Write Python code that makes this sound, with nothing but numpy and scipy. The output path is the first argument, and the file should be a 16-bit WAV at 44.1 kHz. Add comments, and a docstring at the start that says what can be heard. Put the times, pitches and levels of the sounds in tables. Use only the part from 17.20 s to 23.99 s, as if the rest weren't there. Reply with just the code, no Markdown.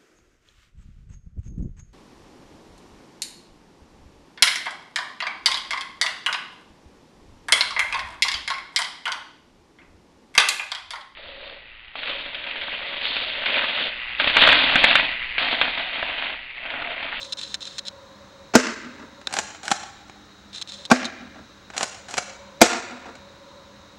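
"""Spring shotgun in a walled yard

A spring airsoft shotgun fires three times in a paved yard between old buildings; its pump is racked twice.
Each shot is a short rush of filtered noise, then a slam of ringing body modes and noise bursts that overloads
the microphone and comes back off the walls. Racking is gritty noise bursts through the slide's resonances.
Dry and close, a focus motor whirrs and ticks through the lens barrel's resonances, over a faint wavering hum.
"""
import sys
import numpy as np
from scipy import signal
from scipy.fft import rfft, irfft
from scipy.io import wavfile

SR = 44100
rng = np.random.default_rng(int(sys.argv[2]) if len(sys.argv) > 2 else 0)


def int16_out(signal):
    """Quantize to a 16-bit WAV file."""
    q = np.round(np.clip(np.atleast_2d(signal).T, -1, 1) * 32767)
    wavfile.write(sys.argv[1], SR, q.astype(np.int16))


N = 299248
T = np.arange(N) / SR   # time in seconds

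# Still air and microphone hiss, spectrum: pitch_hz, level_db (per Hz)
AIR_SPECTRUM = [(20, -13.5), (75, 0.5), (140, -3.5), (400, -7.5), (800, -10), (1400, -8), (2600, -17),
                (5000, -19.5), (6600, -20.5), (8500, -32.5), (11000, -41.5), (15000, -41)]
# Steady purr of the camera, resonances: pitch_hz, width_hz, level_db
PURR_MODES = [(201.2, 15, 3.5), (298.6, 16.6, 0.5), (3845, 304, -3), (4143, 106, -7.5), (5340, 200, -11),
              (6120, 290, -12.5)]
# Faint hum, resonances: pitch_hz, width_hz, level_db
HUM_MODES = [(557.3, 48, 4), (960, 190, -1)]
# How the hum wavers: time_s, level_db
HUM_WAVER = [(0, -48), (.58, -57.5), (.76, -48), (1.25, -53.5), (2.2, -53.5), (3.1, -99), (3.6, -52),
             (4.3, -65), (5.2, -48.5), (6.15, -53.5), (6.36, -49.5), (6.79, -57)]
# Diffuse sound of the yard: pitch_hz, level_db, t60_s
YARD_DECAY = [(99, -13.5, 1.02), (247, -12.5, 1.72), (500, 6, 0.66), (1000, -1.5, 0.96), (1960, 3, 1.116),
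              (3900, 1.5, 0.83), (6780, 8, 0.62), (9900, 3, 0.44), (14900, 4.5, .36)]
# Echoes off the walls: delay_s, level_db, t60_s
WALL_ECHOES = [(0.1027, 2.5, .03), (.13, -0.5, 0.094), (.207, -10.5, 0.08), (0.294, -10.5, 0.32),
               (.44, -7, .13), (0.469, -9, 0.22)]
# Lens barrel, resonances: pitch_hz, width_hz, level_db
LENS_MODES = [(1060, 180, -20), (1750, 520, -8), (2720, 220, -9), (3310, 200, -2), (3687, 200, 11.5),
              (4000, 100, 14.5), (4070, 80, -17), (5190, 120, 3), (6230, 220, -3.5), (6930, 110, -3)]
# The lens moves: start_s, engage_s (gears), stop_s, running_db, stop_click_db, loss_db (per bounce);
# the last three are settings before trims and resonances
LENS_MOVES = [(-.006, .03, .124, -44, -19, 1), (.1717, .214, .3432, -40, -13, 7),
              (.4072, .4538, .5828, -42.5, -19.5, 0), (.6527, .683, .683, -43.5, -24.5, 14),
              (3.3307, 3.36, 3.4145, -43.5, -21.5, 0), (3.4748, 3.521, 3.6529, -44, -22, 7)]
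# Single twitches of the lens: start_s, level_db, t60_s
LENS_TWITCHES = [(2.0718, -13, 0.0073), (3.8454, -23, 0.018), (3.853, -19.5, 0.043)]
# What the slide rings with: pitch_hz, width_hz, level_db
SLIDE_MODES = [(232, 66, -1), (367, 160, -2), (668, 56, 2.5), (780, 144, 11), (1097, 280, -3.5),
               (1497, 400, 7), (2220, 490, -0.5), (3180, 1050, -3), (4090, 270, -0.5), (4820, 180, -1.5),
               (5710, 571, 0), (6650, 350, 1), (7200, 380, -1)]
# The slide is pulled back: stop_s, travel_s, level_db
PULL_STROKES = [(2.1874, .061, -13), (4.6297, .0635, -13.5)]
# Met on the way back (latch, spring guide, sear, stop): share (of the travel), level_db, t60_s, treble_db
PULL_KNOCKS = [(0, -16.5, 0.018, 7.5), (.205, -5, .016, 3.5), (0.671, -4, 0.039, -14), (1, -1, 0.047, 0)]
# The slide is pushed home: stop_s, travel_s, level_db
PUSH_STROKES = [(2.5145, .083, -8.5), (4.9795, .095, -9.5)]
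# Met on the way forward (play, feed, nozzle, seat, stop, rebound): share (of the travel), level_db, t60_s, treble_db
PUSH_KNOCKS = [(0, -25, 0.02, -4), (0.259, -23.5, 0.022, 6), (.585, -7, .018, -9.5), (.9, -14, 0.044, -3.5),
               (1, -1, .025, -3.5), (1.038, -5, 0.034, -4)]
# Hands shift their grip on the gun: start_s, level_db, t60_s, treble_db
GRIP_SHIFTS = [(2.014, -34, .025, -21), (2.0724, -18, 0.016, -19), (2.091, -37, 0.1, -16),
               (2.109, -33, 0.074, -16), (2.347, -34, 0.089, -14), (2.883, -41, 0.015, -18),
               (2.897, -29, 0.016, -34), (4.502, -29.5, 0.031, -29), (4.535, -35, 0.36, -16),
               (5.953, -35.5, 0.054, -14)]
# Shots: slam_s, travel_s (piston, before the slam), blast_db, crack_db, rattle_db (spring)
SHOT_EVENTS = [(1.353, 0.016, -3.5, -4.5, -25.5), (3.7143, 0.014, -5.5, -13.5, -28.5),
               (5.4153, 0.0079, -2, 1, -17.5)]
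# Gun body, struck a little differently by each slam: pitch_hz, t60_s, first_db, second_db, third_db
BODY_MODES = [(218, 0.062, -8, -15, -16.5), (234, 0.058, 3, 2.5, -0.5), (252.6, 0.44, -19, -19.5, -33.5),
              (330, 0.1, -9, -20, -4.5), (464, 0.082, -6.5, -16.5, -8.5), (517, 0.1, -9, -17, -8),
              (676, 0.043, -2, -1, 5.5), (756, 0.043, -13, 0, -3), (879, 0.056, -11, -9, -4.5),
              (1122, 0.0347, -34, -3.5, -15.5), (1434, 0.039, -1.5, -5.5, -2.5),
              (1580, 0.0454, -3.5, -6.5, -26), (2107, 0.041, -16, -25, -3), (2401, 0.036, -29, -7, 0)]
# Air blast, spectrum: pitch_hz, level_db (per Hz)
BLAST_SPECTRUM = [(30, -66), (115, -4.5), (220, 0), (700, 2.5), (1050, -4.5), (1450, 4), (1900, -9),
                  (2300, -3), (3000, -17), (6000, -13), (15000, -50)]
# Plastic crack, spectrum: pitch_hz, level_db (per Hz)
CRACK_SPECTRUM = [(400, -11), (2200, -1), (3200, -2), (5000, -1), (6600, -0.5), (7700, -3), (9000, -15),
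                  (12000, -27), (15500, -50)]
# Pop that the muzzle throws forward into the yard, spectrum: pitch_hz, level_db (per Hz)
MUZZLE_SPECTRUM = [(100, -27.5), (200, -1.5), (248, 13), (300, 1), (400, -6.5), (600, -5.5), (1000, -6),
                   (1500, 1), (2300, -5.5), (3100, -10.5), (6000, -17.5), (15000, -68.5)]

AIR_DB = -51
WHINE_HZ, WHINE_DB = 15735, -79   # camera electronics
PULL_RUB_DB, PUSH_RUB_DB = -22, -30.5   # sliding friction, against the stroke's level
START_DB, ENGAGE_DB, TICK_T60_S = 9.5, 17.5, 0.017   # motor start and gear ticks, against the running setting
RUN_EASE_DB_PER_S = 16   # the motor quietens as it nears focus
SURGE_AFTER_S, SURGE_DB = 0.02, 5.5   # after each of these ticks it speeds up through the barrel's resonance
BOUNCE_S, STOP_T60_S = 0.0045, 0.017   # the lens bounces at its stop
CUTOFF_HZ = 16400


def from_db(db):
    """Decibels to gain."""
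    return 10 ** (np.asarray(db) / 20)


def noise():
    """White noise, rms 1."""
    return rng.standard_normal(N)


def fade(start, t60):
    """An envelope that jumps to 1 and dies away by 60 dB in t60 seconds."""
    return (T >= start) * np.exp(-np.log(1000) * np.clip((T - start) / t60, 0, 10))


def gate(start, end, edge=0.00076):
    """An envelope that is 1 between two times, with soft edges."""
    return np.clip((T - start) / edge, 0, 1) * np.clip((end - T) / edge, 0, 1)


def convolve(x, response):
    """Pass a sound through an impulse response."""
    return signal.fftconvolve(x, response)[:N]


def colour(x, spectrum, size=4096):
    """Causal (minimum-phase) filter with the given spectrum; white noise keeps its power."""
    hz, db = np.transpose(spectrum)
    grid = np.maximum(np.arange(size // 2 + 1) * SR / size, 1)
    gain = from_db(np.interp(np.log(grid), np.log(hz), db))
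    cepstrum = irfft(np.log(gain))
    # doubling the positive-time half of the cepstrum makes the phase minimal
    causal = 2 * cepstrum[:size // 2] * (np.arange(size // 2) > 0)
    response = irfft(np.exp(rfft(causal, size)))
    return convolve(x, response / np.linalg.norm(response))


def resonate(x, modes, size=8192):
    """Parallel decaying resonances; a wider one dies sooner; white noise keeps its power."""
    t = T[:size]
    response = np.zeros(size)
    for hz, width, db in modes:
        response += from_db(db) * width * np.exp(-np.pi * width * t) * np.cos(2 * np.pi * hz * t)
    return convolve(x, response / np.linalg.norm(response))


def drone(modes):
    """Noise twice through the same resonances, so that the valleys stay dark; rms 1."""
    x = resonate(resonate(noise(), modes), modes)
    return x / x.std()


def cut(x, hz, kind, order=2):
    """Butterworth filter."""
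    return signal.sosfilt(signal.butter(order, hz, kind, fs=SR, output="sos"), x)


def background(purr_db=-55):
    """Still air is shaped noise, hum and purr are resonant noise, the electronics whine is a sine."""
    air = from_db(AIR_DB) * colour(noise(), AIR_SPECTRUM)
    hum = from_db(np.interp(T, *np.transpose(HUM_WAVER))) * drone(HUM_MODES)
    purr = from_db(purr_db) * drone(PURR_MODES)
    whine = from_db(WHINE_DB) * np.sin(2 * np.pi * WHINE_HZ * T)
    return air + hum + purr + whine


def yard(x, build_s=0.0076, lump_db=3.0):
    """Scatter from the ground and the bushes arrives in clumps and dies band by band."""
    hz, db, t60 = np.transpose(YARD_DECAY)
    t = T[:2 * SR]
    response = np.zeros(2 * SR)
    edges = np.geomspace(60, 17000, 15)
    for low, high in zip(edges, edges[1:]):
        centre = np.log(low * high) / 2   # log of the band's middle frequency
        level = np.interp(centre, np.log(hz), db)
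        decay = np.interp(centre, np.log(hz), t60)
        band = cut(noise()[:2 * SR], [low, high], "band")
        response += band * from_db(level - 60 * t / decay)
    lumps = from_db(lump_db * np.interp(t, T[::128], noise()[::128]))
    build = np.minimum(t / build_s, 1)
    return convolve(x, response * lumps * build / np.sqrt(SR))


def walls(x, nearest_top_hz=4500):
    """Each facade sends back a smeared echo, the duller the farther it stands."""
    response = np.zeros(N)
    for delay, db, t60 in WALL_ECHOES:
        top_hz = nearest_top_hz * WALL_ECHOES[0][0] / delay
        smear = from_db(db) * fade(delay, t60) * noise()
        response += cut(smear, top_hz, "low", order=1)
    return convolve(x, response[:SR] / np.sqrt(SR))


def focus_ticks(count=3, stop_gain_db=-1.0):
    """Moves tick at the start and as gears engage, then bounce at the stop: rows start_s, level_db, t60_s."""
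    ticks = list(LENS_TWITCHES)
    for start, engage, stop, run_db, stop_db, loss_db in LENS_MOVES:
        ticks.append((start, run_db + START_DB, TICK_T60_S))
        ticks.append((engage, run_db + ENGAGE_DB, TICK_T60_S))
        for bounce in range(count):
            bounce_db = stop_db + stop_gain_db - bounce * loss_db
            ticks.append((stop + bounce * BOUNCE_S, bounce_db, STOP_T60_S))
    return [tick for tick in ticks if tick[0] >= 0]


def focus_effort(surge_s=0.009, running_trim_db=-0.5):
    """The motor eases off through each move, surging after the start and again once the gears engage."""
    effort = np.zeros(N)
    for start, engage, stop, run_db, stop_db, loss_db in LENS_MOVES:
        running = from_db(running_trim_db - RUN_EASE_DB_PER_S * np.maximum(T - engage, 0))
        surging = np.zeros(N)
        for tick in (start, engage):
            distance = (T - tick - SURGE_AFTER_S) / surge_s
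            surging += from_db(SURGE_DB) / (1 + distance ** 2) ** 2
        effort += from_db(run_db) * gate(start, stop) * (running + surging)
    return effort


def focus_motor(teeth_hz=330, mesh=0.57, knock_db=13.0, chatter_db=-2.5,
                rasp_top_hz=8200, click_top_hz=9000, bottom_hz=700):
    """Gear teeth rasp as the lens moves; ticks add a knock and a chatter; all of it rings the barrel."""
    teeth = 1 + mesh * np.sin(2 * np.pi * teeth_hz * T)
    rasp = focus_effort() * teeth * noise()
    chatter, knocks = np.zeros((2, N))
    for s, db, t60 in focus_ticks():
        knocks[round(s * SR)] += from_db(db + knock_db)
        chatter += from_db(db + chatter_db) * fade(s, t60)
    rattling = chatter * np.sign(noise())   # harsh two-level noise
    grinding = cut(rasp + rattling, rasp_top_hz, "low", order=5)
    clicks = cut(knocks, click_top_hz, "low", order=4)
    return cut(resonate(grinding + clicks, LENS_MODES), bottom_hz, "high")


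def slide_action(strokes, contacts, rub_db):
    """Each stroke rubs along its travel and meets the same parts in turn; gives knocks and friction level."""
    knocks = []
    rub = np.zeros(N)
    for stop, travel, db in strokes:
        for share, contact_db, t60, treble_db in contacts:
            knocks.append((stop - (1 - share) * travel, db + contact_db, t60, treble_db))
        rub += from_db(db + rub_db) * gate(stop - travel, stop)
    return knocks, rub


def pump(split_hz=2800, top_hz=8300, bottom_hz=150, grain_db=-2.0):
    """Plastic parts rub and knock; every contact is a short gritty burst into the slide's resonances."""
    back, back_rub = slide_action(PULL_STROKES, PULL_KNOCKS, PULL_RUB_DB)
    home, home_rub = slide_action(PUSH_STROKES, PUSH_KNOCKS, PUSH_RUB_DB)
    rub = back_rub + home_rub
    dull, bright = np.zeros((2, N))
    for s, db, t60, treble_db in back + home + list(GRIP_SHIFTS):
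        envelope = fade(s, t60)
        dull += from_db(db) * envelope
        bright += from_db(db + treble_db) * envelope
    # noise whose level wanders at random, so it sounds grainy
    grain = from_db(grain_db * np.interp(T, T[::32], noise()[::32]))
    grit = noise() * grain
    grit = grit / grit.std()
    low_force = cut(grit * (dull + rub), split_hz, "low", order=1)
    high_force = cut(grit * (bright + rub), split_hz, "high", order=1)
    ringing = resonate(low_force + high_force, SLIDE_MODES)
    return cut(cut(ringing, top_hz, "low", order=4), bottom_hz, "high")


def muzzle(pop_db=23, snap_db=15):
    """One sharp pulse of air a shot, aimed away from the microphone and heard only as it comes back."""
    pop, snap = np.zeros((2, N))
    for s, travel, blast_db, crack_db, rattle_db in SHOT_EVENTS:
        pop[round(s * SR)] = from_db(pop_db + blast_db)
        snap[round(s * SR)] = from_db(snap_db + crack_db)
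    return colour(pop, MUZZLE_SPECTRUM) + colour(snap, CRACK_SPECTRUM)


def shots(rush_db=-19, rush_rise_s=0.026, rush_top_hz=6000, scrape_db=-7.5, blast_t60=0.046,
          crack_t60=0.032, rattle_t60=0.272, swell_s=0.00085, bottom_hz=170):
    """The piston speeds forward and slams: the body rings, air bursts out, the spring rattles."""
    thump, blast, crack, rush = np.zeros((4, N))
    age = T[:SR]
    swell = 1 - np.exp(-age / swell_s)   # air cushions the piston, so the blow builds briefly
    for shot, (s, travel, blast_db, crack_db, rattle_db) in enumerate(SHOT_EVENTS):
        at = round(s * SR)
        phases = rng.uniform(0, 2 * np.pi, len(BODY_MODES))
        for (hz, t60, *strength_db), phase in zip(BODY_MODES, phases):
            ring = np.sin(2 * np.pi * hz * age + phase) * np.exp(-np.log(1000) * age / t60)
            thump[at:at + SR] += from_db(strength_db[shot]) * swell * ring
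        rush += from_db(rush_db) * gate(s - travel, s) * np.exp(-abs(T - s) / rush_rise_s)
        blast += from_db(blast_db) * fade(s, blast_t60)
        crack += from_db(crack_db) * fade(s, crack_t60)
        crack += from_db(rattle_db) * fade(s, rattle_t60)   # the spring rattles on, in the crack's colour
    scrape = from_db(scrape_db) * cut(rush * noise(), rush_top_hz, "low", order=4)
    body = cut(thump, bottom_hz, "high")   # the body's ringing carries little deep bass
    air = colour((blast + rush) * noise(), BLAST_SPECTRUM)
    plastic = colour(crack * noise() + scrape, CRACK_SPECTRUM)
    return body + air + plastic


def scene(shot_yard_db=-8, pump_yard_db=-1.5, side_echo_db=-6):
    """The gun sounds into the yard, its muzzle toward the walls; the lens is heard through the camera body."""
    fire, rack, forward = shots(), pump(), muzzle()
    around = from_db(shot_yard_db) * fire + from_db(pump_yard_db) * rack
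    outdoors = yard(forward + around) + walls(forward + from_db(side_echo_db) * around)
    return (fire + rack + outdoors + focus_motor() + background())[None]


def record(dry, ceiling=0.86, bottom_hz=25):
    """The shots overload the input, which squashes the peaks; the very bottom and the top are cut."""
    clipped = dry / (1 + (dry / ceiling) ** 8) ** (1 / 8)
    low_pass = signal.cheby2(14, 60, CUTOFF_HZ + 600, fs=SR, output="sos")
    return signal.sosfilt(low_pass, cut(clipped, bottom_hz, "high", order=1))


dry = scene()
out = record(dry)
int16_out(out)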